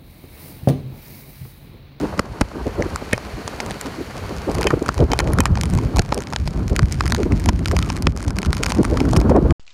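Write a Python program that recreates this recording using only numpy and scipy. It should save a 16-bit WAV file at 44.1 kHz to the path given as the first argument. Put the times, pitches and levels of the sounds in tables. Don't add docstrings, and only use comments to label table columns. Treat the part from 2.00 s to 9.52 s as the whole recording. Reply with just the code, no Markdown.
import sys
import numpy as np
from scipy import signal
from scipy.fft import rfft, irfft
from scipy.io import wavfile
from scipy.ndimage import uniform_filter1d

SR = 44100
rng = np.random.default_rng(int(sys.argv[2]) if len(sys.argv) > 2 else 0)


def pcm_store(signal):
    levels = np.round(np.clip(np.atleast_2d(signal), -1, 1) * 32767)
    wavfile.write(sys.argv[1], SR, levels.astype(np.int16).T)


N = 331850

# (time [s], tick peak level [dB],
# brightness above 7 kHz, ahead of a common lift [dB], tap peak level [dB], tap pitch [Hz])
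DROPS = [(0.1924, -9, -6, -8, 1340), (0.194, -9, 0, -4, 1410), (0.4106, -10, -3, -3, 980),
         (0.4144, -8, -6, -9.5, 840), (0.823, -18, -21, -13.5, 2100), (0.9591, -10.5, 7.5, -11, 1280),
         (1.112, -25, -14, -32, 1960), (1.131, -6.5, 3, -8.5, 1780), (1.178, -18, 0, -15.5, 970),
         (1.4775, -12.5, -5, -13.5, 970), (1.602, -10.5, -14, -14.5, 810), (1.605, -14.5, 3, -25, 780),
         (1.6622, -21, 6, -23, 1110), (1.7082, -18, -4, -17.5, 860), (1.715, -19.5, -7, -38, 810),
         (1.8117, -13.5, -0.5, -21, 1680), (1.8594, -22, -3, -22, 1010), (2.4973, -23, -8, -25, 835),
         (2.515, -22, 2, -17, 920), (2.5464, -18, 7, -28, 820), (2.5502, -19, 5, -15.5, 1070),
         (2.5836, -17, 0, -21, 1090), (2.6109, -15, 5, -12, 1030), (2.619, -16, -6, -23, 900),
         (2.63, -9, -5, -19, 1130), (2.642, -17, 0, -18, 950), (2.6698, -8.5, -5, -7, 925),
         (2.705, -17, -6, -7, 1100), (2.826, -20, 5, -23, 750), (2.8608, -20, 6, -16, 1310),
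         (2.883, -14, -1, -19.5, 1120), (2.889, -11, -12, -2, 1340), (2.943, -21, 1, -24, 1270),
         (2.979, -17, -6, -16.5, 930), (2.989, -25, -9, -40, 750), (3.004, -18.5, -16, -21, 820),
         (3.1174, -4.5, -10, -11, 940), (3.1334, -5.5, -1, -2, 960), (3.19, -1, -6, -5, 940),
         (3.1977, -17, -6, -7, 1570), (3.2025, -5, -3.5, -6.5, 970), (3.274, -15, -5, -26, 800),
         (3.3341, -11, 5, -28, 830), (3.386, -11, -1, -7.5, 1550), (3.4043, -4.5, 10, -5, 1070),
         (3.4366, -25, 4, -20, 1020), (3.4556, -1.5, -7, -2.5, 1280), (3.464, -18, -5, -18, 950),
         (3.5545, -15.5, -10, -17.5, 1170), (3.5728, -16.5, -18, -11, 830), (3.612, -2.5, -6, -44, 2930),
         (3.6346, -9.5, -1, -14, 1050), (3.656, -14.5, 5.5, -30, 1080), (3.7002, -19, 6, -40, 1210),
         (3.7365, -20, 8, -25, 860), (3.751, -20, 0, -34, 1360), (3.775, -20, -2, -22, 880),
         (3.7863, -22, -3, -16, 1030), (3.8347, -28, 4, -27, 1320), (3.9613, -14.5, 1, -19, 930),
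         (3.9686, -16, 2, -11.5, 1110), (3.9845, -12.5, -2, -10.5, 800), (3.9929, -2.5, -3, -5, 750),
         (4.019, -22, 3, -24, 1150), (4.1233, -9, -13, -3, 910), (4.1443, -13.5, 13, -23, 820),
         (4.177, -16, -2, -16.5, 1000), (4.2045, -20, 2, -28, 1240), (4.2216, -18, 5, -36, 980),
         (4.2713, -19, -13, -43, 1460), (4.303, -27, -1, -45, 1560), (4.325, -26, -2, -16.5, 1110),
         (4.334, -14.5, -5, -13, 890), (4.3615, -6.5, -33, -13, 990), (4.4754, -15.5, -7, -16.5, 1010),
         (4.507, -29, 0, -36, 930), (4.5937, -34, 5, -31, 940), (4.68, -19, -4, -27, 1100),
         (4.6995, -27, 9, -28, 1530), (4.7633, -6, 2.5, -26, 2080), (4.792, -8, -7, -8, 990),
         (4.83, -23, -6, -23, 1570), (4.9239, -10.5, -2, -25, 2150), (5.007, -8, -14, -5.5, 1200),
         (5.037, -26, -12, -22, 900), (5.0569, -13, -4, -17, 1220), (5.064, -15, -2, -25, 930),
         (5.078, -12, 1, -19, 1460), (5.099, -20, -7, -24, 990), (5.105, -21, -2, -23, 1280),
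         (5.1216, -4.5, -1, -11, 980), (5.1475, -7, -1, -13.5, 950), (5.1634, -18, -16, -25, 1710),
         (5.2316, -19, -7, -19.5, 1310), (5.3212, -24, -9, -17.5, 2040), (5.3986, -22, 5, -39, 1160),
         (5.4403, -23, 3, -27, 2530), (5.459, -12.5, 1, -15, 885), (5.488, -4, -15, -5.5, 973),
         (5.4917, -7.5, -12, -7.5, 980), (5.5921, -18, 1, -39, 1260), (5.6579, -6.5, -12, -16.5, 1300),
         (5.676, -15, 2, -23, 1040), (5.683, -13, 1, -20, 1010), (5.713, -14.5, 2, -13.5, 1370),
         (5.719, -21, 1, -26, 790), (5.7656, -9, -8, -13.5, 1020), (5.7888, -11.5, 1, -15, 1080),
         (5.826, -16, 6, -15, 3140), (5.8608, -25, -7, -32, 1220), (5.8897, -27, 2, -25, 2840),
         (5.901, -10, -9, -13.5, 960), (5.9274, -23, 1, -35, 950), (5.9662, -16, -2, -22.5, 2160),
         (5.9748, -25, 1, -24, 950), (6.0231, -13, -2, -21, 1020), (6.0693, -4.5, -16, -3, 1330),
         (6.1632, -24, 9, -22, 1270), (6.174, -15, 5, -21, 890), (6.2046, -23, 3, -23, 1390),
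         (6.227, -18, 7, -23, 1090), (6.248, -24, -3, -25, 1210), (6.2808, -16.5, 5, -19.5, 1020),
         (6.3055, -20.5, -4, -20, 1060), (6.3663, -24, -2, -22, 1120), (6.3862, -9.5, 1, -14.5, 1560),
         (6.4181, -19, 2, -28, 880), (6.4297, -16, -10, -17, 1030), (6.4489, -18.5, -3, -18, 1410),
         (6.46, -16, -1, -22.5, 1080), (6.5296, -7, 1, -13.5, 1340), (6.549, -17, 4, -26, 1920),
         (6.568, -16, -3, -26, 980), (6.5793, -23, 3, -30, 1170), (6.629, -16, -11, -23, 790),
         (6.6341, -4.5, -0.5, -11.5, 1480), (6.644, -20, -9, -15, 935), (6.66, -9, -12, -14, 920),
         (6.6636, -4, 0, -13, 1300), (6.683, -23, 4, -21, 1020), (6.6945, -14, 7, -38, 1300),
         (6.6981, -16, 7, -21, 1340), (6.703, -12, -6, -14, 1450), (6.709, -16, -3, -20, 850),
         (6.7203, -7, -3, -8.5, 950), (6.749, -19, 3, -19, 970), (6.7837, -22, -8, -30, 1060),
         (6.831, -19, 5, -16, 880), (6.8448, -20, -1, -20, 1120), (6.8502, -12, 1, -12.5, 1270),
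         (6.972, -14, -5, -13, 1310), (7.0032, -10.5, -6, -12.5, 850), (7.053, -23, 5, -21, 1390),
         (7.0897, -22, 2, -32, 1040), (7.1122, -17, 7, -36, 1580), (7.1325, -13.5, 0, -8, 940),
         (7.163, -12, 0, -8, 1160), (7.167, -6, -1, -21, 1230), (7.172, -13, 10, -18, 1130),
         (7.2017, -11, -2, -27, 1110), (7.2136, -19, -2, -17, 810), (7.2954, -22, 3, -13, 1140),
         (7.3632, -26, 2, -21, 860), (7.507, -10.5, -20, -16.5, 1240)]
# (frequency [Hz], relative density [dB per Hz])
TICK_SPECTRUM = [(1290, 4.5), (2200, 6), (2520, 5), (2740, -1), (3050, 2), (3380, -2), (5220, 2.5),
                 (6020, -2), (6780, -1), (7690, -8), (9320, -6), (10500, -15.5), (11600, -14.5),
                 (15200, -30), (16400, -47)]


def from_db(db):
    return 10 ** (np.asarray(db) / 20)


def rms_one(x):
    return x / np.sqrt(np.mean(x ** 2) + 1e-20)


def peak_one(x):
    return x / (np.max(np.abs(x)) + 1e-12)


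def in_time(rows):
    s, *columns = np.transpose(rows)
    t = np.arange(N) / SR
    return [np.interp(t, s, column) for column in columns]


def drift(corner_hz):
    step = 10
    settling = 4000
    pole = np.exp(-2 * np.pi * corner_hz * step / SR)
    white = rng.standard_normal(N // step + settling + 2)
    slow = signal.lfilter([1], [1, -2 * pole, pole * pole], white)[settling:]
    return np.interp(np.arange(N) / step, np.arange(len(slow)), rms_one(slow))


def response(spectrum):
    hz, db = np.transpose(spectrum)
    size = 2 ** 14
    grid_hz = np.maximum(np.arange(size // 2 + 1) * SR / size, 1)
    grid_db = np.interp(np.log(grid_hz), np.log(hz), db, db[0] - 52.5, db[-1] - 0.5)
    cepstrum = irfft(np.log(from_db(grid_db)))
    cepstrum[1:size // 2] *= 2
    cepstrum[size // 2 + 1:] = 0
    return irfft(np.exp(rfft(cepstrum)))


def noise(spectrum, lumps_db):
    white = rng.standard_normal(N) * from_db(lumps_db)
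    return rms_one(signal.fftconvolve(white, response(spectrum))[:N])


def ring(x, hz, cycles):
    r = from_db(-60 * hz / (cycles * SR))
    w = 2 * np.pi * hz / SR
    return signal.lfilter([0, np.sin(w)], [1, -2 * r * np.cos(w), r * r], x)


def add(track, s, sound):
    i = round(s * SR)
    track[i:i + len(sound)] += sound[:N - i]


def far_rain():
    # (time [s], level [dB])
    hiss_level = [(0.0, -40), (0.21, -46.5), (0.63, -44.5), (0.9, -42), (1.36, -41.5), (1.55, -40),
                  (2.7, -41.5), (3.35, -47), (3.85, -44.5), (4.31, -51), (5.93, -46.5), (6.2, -60),
                  (6.68, -46), (7.52, -47)]
    # (frequency [Hz], relative density [dB per Hz])
    hiss_spectrum = [(820, -3.5), (1400, 2.5), (1920, 2), (2450, 0.5), (2690, -2), (3100, -3), (3500, -7.5),
                     (4470, -1.5), (4900, -8), (6800, -11), (7760, -16), (9130, -14.5), (12200, -18),
                     (15200, -22), (16000, -30)]
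    hiss_db = in_time(hiss_level)[0]
    return from_db(hiss_db) * noise(hiss_spectrum, 0.6 * drift(30.0))


def spray():
    # (time [s], rate [drops per s])
    spray_rate = [(0, 25), (2.4, 58), (2.6, 140), (4.0, 41), (5.0, 190), (5.6, 120), (7.2, 160), (7.52, 36)]
    least_db, spread_db = -39, 5.5
    extra_per_drop, around_s = 2.5, 0.016
    marks = np.zeros(N)
    marks[(np.array(DROPS)[:, 0] * SR).astype(int)] = extra_per_drop * SR
    clumped = in_time(spray_rate)[0] * from_db(4.8 * drift(5.4))
    rate = clumped + uniform_filter1d(marks, int(2 * around_s * SR))
    excess_db = spread_db * np.minimum(rng.exponential(1, N), 3.0)
    sizes = from_db(excess_db) * rng.choice([-1, 1], N)
    impacts = sizes * (rng.random(N) < rate / SR)
    tick = peak_one(response(TICK_SPECTRUM)[:400])
    return from_db(least_db) * signal.fftconvolve(impacts, tick)[:N]


def whistle():
    # (time [s], pitch [Hz], level [dB])
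    edge_tone = [(5.7, 1385, -120), (5.77, 1380, -51), (5.81, 1320, -39), (5.87, 1214, -42),
                 (5.94, 1053, -43), (6.0, 1100, -53), (6.1, 1050, -120)]
    hz, db = in_time(edge_tone)
    phase = 2 * np.pi * np.cumsum(hz) / SR
    return from_db(db) * (drift(80) * np.sin(phase) + drift(80) * np.cos(phase))


def wind():
    # (time [s], rumble level [dB], flutter level [dB], whoosh level [dB])
    wind_levels = [(0.0, -31, -26.5, -29.5), (0.4, -38, -40.5, -39), (0.84, -34.5, -38, -34),
                   (1.3, -40, -41, -38.5), (1.63, -37.5, -36, -34), (2.07, -33.5, -38, -37),
                   (2.49, -31.5, -36.5, -33.5), (2.64, -23.5, -30, -33), (2.91, -32, -35, -35.5),
                   (3.2, -17, -30.5, -30), (3.75, -16, -23, -35), (4.12, -27, -40, -38.5),
                   (4.4, -41, -32.5, -43), (4.59, -22.5, -28.5, -39), (4.96, -20, -29, -40.5),
                   (5.25, -18.5, -22.5, -37), (5.59, -17.5, -27, -39), (5.86, -21, -27, -41),
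                   (6.2, -26, -30, -41.5), (6.66, -21.5, -27.5, -34.5), (7.01, -19.5, -21.5, -33),
                   (7.52, -15, -14, -28)]
    # (centre time [s], level [dB], length [ms])
    buffets = [(.31, -23.5, 40), (.42, -18, 38), (.66, -27, 78), (.83, -22.5, 94), (.94, -29, 30),
               (1.14, -28, 69), (1.35, -20.5, 26), (1.46, -29, 40), (1.69, -26, 50), (2.15, -27, 44),
               (2.4, -25, 44), (2.49, -26, 17), (2.57, -21, 40), (2.91, -23, 20), (3.02, -10, 73),
               (3.11, -16.5, 30), (3.29, -13, 22), (3.52, -7.5, 29), (3.6, -8, 23), (3.73, -8, 18),
               (3.86, -15, 35), (3.99, -14, 48), (4.43, -19, 140), (4.71, -24, 36), (4.832, -7.5, 24),
               (4.97, -16.5, 54), (5.35, -15, 27), (5.61, -17, 24), (5.7, -15, 20), (5.77, -14, 74),
               (6.08, -16.5, 100), (6.29, -15, 29), (6.49, -16.5, 68), (6.81, -13.5, 40), (7.12, -8, 25),
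               (7.19, -14.5, 30), (7.31, -15.5, 30), (7.47, -12, 72)]
    # (frequency [Hz], relative density [dB per Hz])
    rumble_spectrum = [(12, -3), (20, -31), (37, -2.5), (60, 2), (86, -1.5), (170, -9.5), (220, -20),
                       (370, -120)]
    flutter_spectrum = [(76, -30), (130, -5.5), (204, 1), (308, -3.5), (386, -8), (500, -28.5), (650, -18),
                        (1100, -120)]
    whoosh_spectrum = [(250, -16.5), (420, 1), (508, -2), (657, -4), (1120, -7), (1600, -14), (2080, -35),
                       (3520, -120)]
    rumble_db, flutter_db, whoosh_db = in_time(wind_levels)
    t = np.arange(N) / SR
    power = from_db(rumble_db) ** 2
    for s, db, length_ms in buffets:
        near = slice(max(round((s - 0.2) * SR), 0), round((s + 0.2) * SR))
        swell = np.exp(-2.5 * ((t[near] - s) * 1000 / length_ms) ** 2)
        power[near] += (from_db(db) * swell) ** 2
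    eddies = drift(29.0)
    rumble = np.sqrt(power) * noise(rumble_spectrum, 2.1 * eddies + 1.65 * drift(43.0))
    flutter = from_db(flutter_db) * noise(flutter_spectrum, 3.46 * eddies)
    whoosh = from_db(whoosh_db) * noise(whoosh_spectrum, 2.6 * eddies + 1.8 * drift(60.0))
    return rumble + flutter + whoosh


def flaps():
    # (centre time [s], level [dB], length [ms])
    eddy_flaps = [(0.037, -17, 31), (.197, -9, 3.1), (0.416, -8, 7.7), (.568, -26.5, 39), (.671, -15.5, 16),
                  (.804, -17, 35), (0.863, -23, 9.4), (1.025, -22, 6.2), (1.136, -17.5, 8.6),
                  (1.391, -29, 32), (1.878, -27.5, 21), (2.006, -25.5, 38), (2.309, -30, 34),
                  (2.492, -14, 24), (2.595, -21, 43), (2.663, -15.5, 24), (2.739, -7, 8.7),
                  (2.775, -17.5, 11), (2.822, -15, 14.3), (3.018, -10.5, 43), (3.125, -17.5, 25),
                  (3.258, -22.5, 86), (3.398, -14, 23), (3.839, -27, 51), (3.901, -27.5, 68),
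                  (3.997, -19, 15), (4.125, -15.5, 2.8), (4.176, -22, 32), (4.726, -21, 28),
                  (4.796, -23, 15), (5.202, -17, 37), (5.266, -16, 19), (5.738, -20, 28), (6.074, -16, 9.6),
                  (6.264, -26.5, 32), (6.608, -22, 15), (6.799, -9.5, 26.5), (6.934, -18, 48),
                  (7.013, -6.5, 6.9), (7.075, -17, 51), (7.18, -20, 37), (7.256, -21.5, 39),
                  (7.317, -8, 13), (7.363, -5, 25), (7.391, -9, 7.2), (7.425, -12, 8.8), (7.462, -12, 16)]
    middle_hz, scatter_oct = 338, 0.2
    out = np.zeros(N)
    ms = np.arange(-3000, 3000) * 1000 / SR
    airs = rng.standard_normal((len(eddy_flaps), len(ms)))
    for (s, db, length_ms), air in zip(eddy_flaps, airs):
        hz = middle_hz * 2 ** (scatter_oct * air[0])
        flap = ring(np.diff(air, prepend=0), hz, 3.2)
        flap = rms_one(ring(flap, hz, 1.4))
        flap = flap * np.exp(-2.5 * (ms / length_ms) ** 2)
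        skip = max(round(-ms[0] * SR / 1000 - s * SR), 0)
        add(out, max(s + ms[0] / 1000, 0), from_db(db) * flap[skip:])
    return out


def thumps():
    # (time [s], peak level [dB], pitch [Hz])
    slaps = [(0.192, -15, 66), (0.415, -2.5, 76), (1.133, -0.5, 297), (2.739, -0.5, 364), (3.997, 2, 77),
             (4.458, -11, 51.6), (4.714, -4, 53.8), (4.796, -16, 68), (5.491, -3.5, 121), (6.071, -2, 104)]
    out = np.zeros(N)
    push = np.zeros(4000)
    push[:40] = np.hanning(40)
    for s, db, hz in slaps:
        add(out, s, from_db(db) * peak_one(ring(push, hz, cycles=1.8)))
    return out


def pitched_swells():
    # (time [s], peak level of a 0 dB band at the centre pitch [dB], centre pitch [Hz])
    swells = [(1.125, -12, 2110), (2.665, -12, 2560), (2.702, -9, 1190), (3.111, -19, 2550),
              (3.129, -27, 2590), (3.195, -19, 2270), (3.399, -17, 2370), (3.452, -18, 1500),
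              (3.988, -7.5, 700), (4.118, -8.5, 920)]
    # (frequency [Hz], relative level [dB], 60 dB decay time [ms])
    resonances = [(690, -12, 49), (870, -6, 18), (1253, -2.5, 21), (1832, 2, 23), (2217, -2, 18.6),
                  (2484, -2.5, 31), (3080, -2.5, 35)]
    rise_ms, t60_ms = 4.0, 28.0
    fall_db = 28.0
    out = np.zeros(N)
    ms = np.arange(3000) * 1000 / SR
    shape = np.minimum(ms / rise_ms, 1) ** 2 * from_db(-60 * ms / t60_ms)
    hisses = rng.standard_normal((len(swells), len(ms)))
    for (s, db, centre_hz), hiss in zip(swells, hisses):
        for hz, band_db, band_t60_ms in resonances:
            band = ring(hiss * shape, hz, hz * band_t60_ms / 1000)
            band = ring(band, hz, hz * 0.004)
            loss_db = fall_db * np.log2(hz / centre_hz) ** 2
            add(out, s, from_db(db + band_db - loss_db) * peak_one(band))
    return out


def drops():
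    splash_ms, scatter_oct = 1.61, 0.1
    db_per_doubling = 12.5
    bright_lift_db = 4.0
    tap_cycles = 7.3
    out = np.zeros(N)
    casing = response(TICK_SPECTRUM)[:400]
    ms = np.arange(1200) * 1000 / SR
    below = signal.butter(3, 7000, "low", fs=SR, output="sos")
    above = signal.butter(3, 7000, "high", fs=SR, output="sos")
    splashes = rng.standard_normal((len(DROPS), 2, len(ms)))
    for (s, tick_db, bright_db, tap_db, tap_hz), (fine, coarse) in zip(DROPS, splashes):
        doublings = (tap_db - tick_db) / db_per_doubling + scatter_oct * fine[0]
        length_ms = np.clip(splash_ms * 2 ** doublings, 0.2, 3.5)
        burst = np.minimum(ms / 0.098, 1) * np.exp(-(ms / length_ms) ** 2)
        tick = np.convolve(fine * burst, casing)[:len(ms)]
        bright = from_db(bright_db + bright_lift_db) * signal.sosfilt(above, tick)
        tick = signal.sosfilt(below, tick) + bright
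        tap = ring(ring(coarse * burst, tap_hz, tap_cycles), tap_hz, 1.4)
        add(out, s, from_db(tick_db) * peak_one(tick) + from_db(tap_db) * peak_one(tap))
    return out


def scene():
    background = far_rain() + spray() + whistle()
    air = wind() + flaps() + thumps()
    return (background + air + pitched_swells() + drops())[None]


def record(dry):
    threshold_db, share = -4, 0.63
    recovery_db_per_s, attack_s = 20, 0.024
    ceiling, cutoff_hz = 0.68, 17000
    dry = signal.sosfilt(signal.butter(2, 40, "high", fs=SR, output="sos"), dry)
    creep_db = recovery_db_per_s * np.arange(N) / SR
    level_db = 20 * np.log10(np.abs(dry) + 1e-9)
    excess_db = share * np.maximum(level_db - threshold_db, 0)
    held_db = np.maximum.accumulate(excess_db + creep_db, axis=1) - creep_db
    r = np.exp(-1 / (attack_s * SR))
    reduction_db = signal.lfilter([1 - r], [1, -r], held_db)
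    dry = dry * from_db(-reduction_db)
    rounded = dry / (1 + np.abs(dry / ceiling) ** 4) ** (1 / 4)
    return signal.sosfilt(signal.cheby2(12, 70, cutoff_hz, fs=SR, output="sos"), rounded)


dry = scene()
out = record(dry)
pcm_store(out)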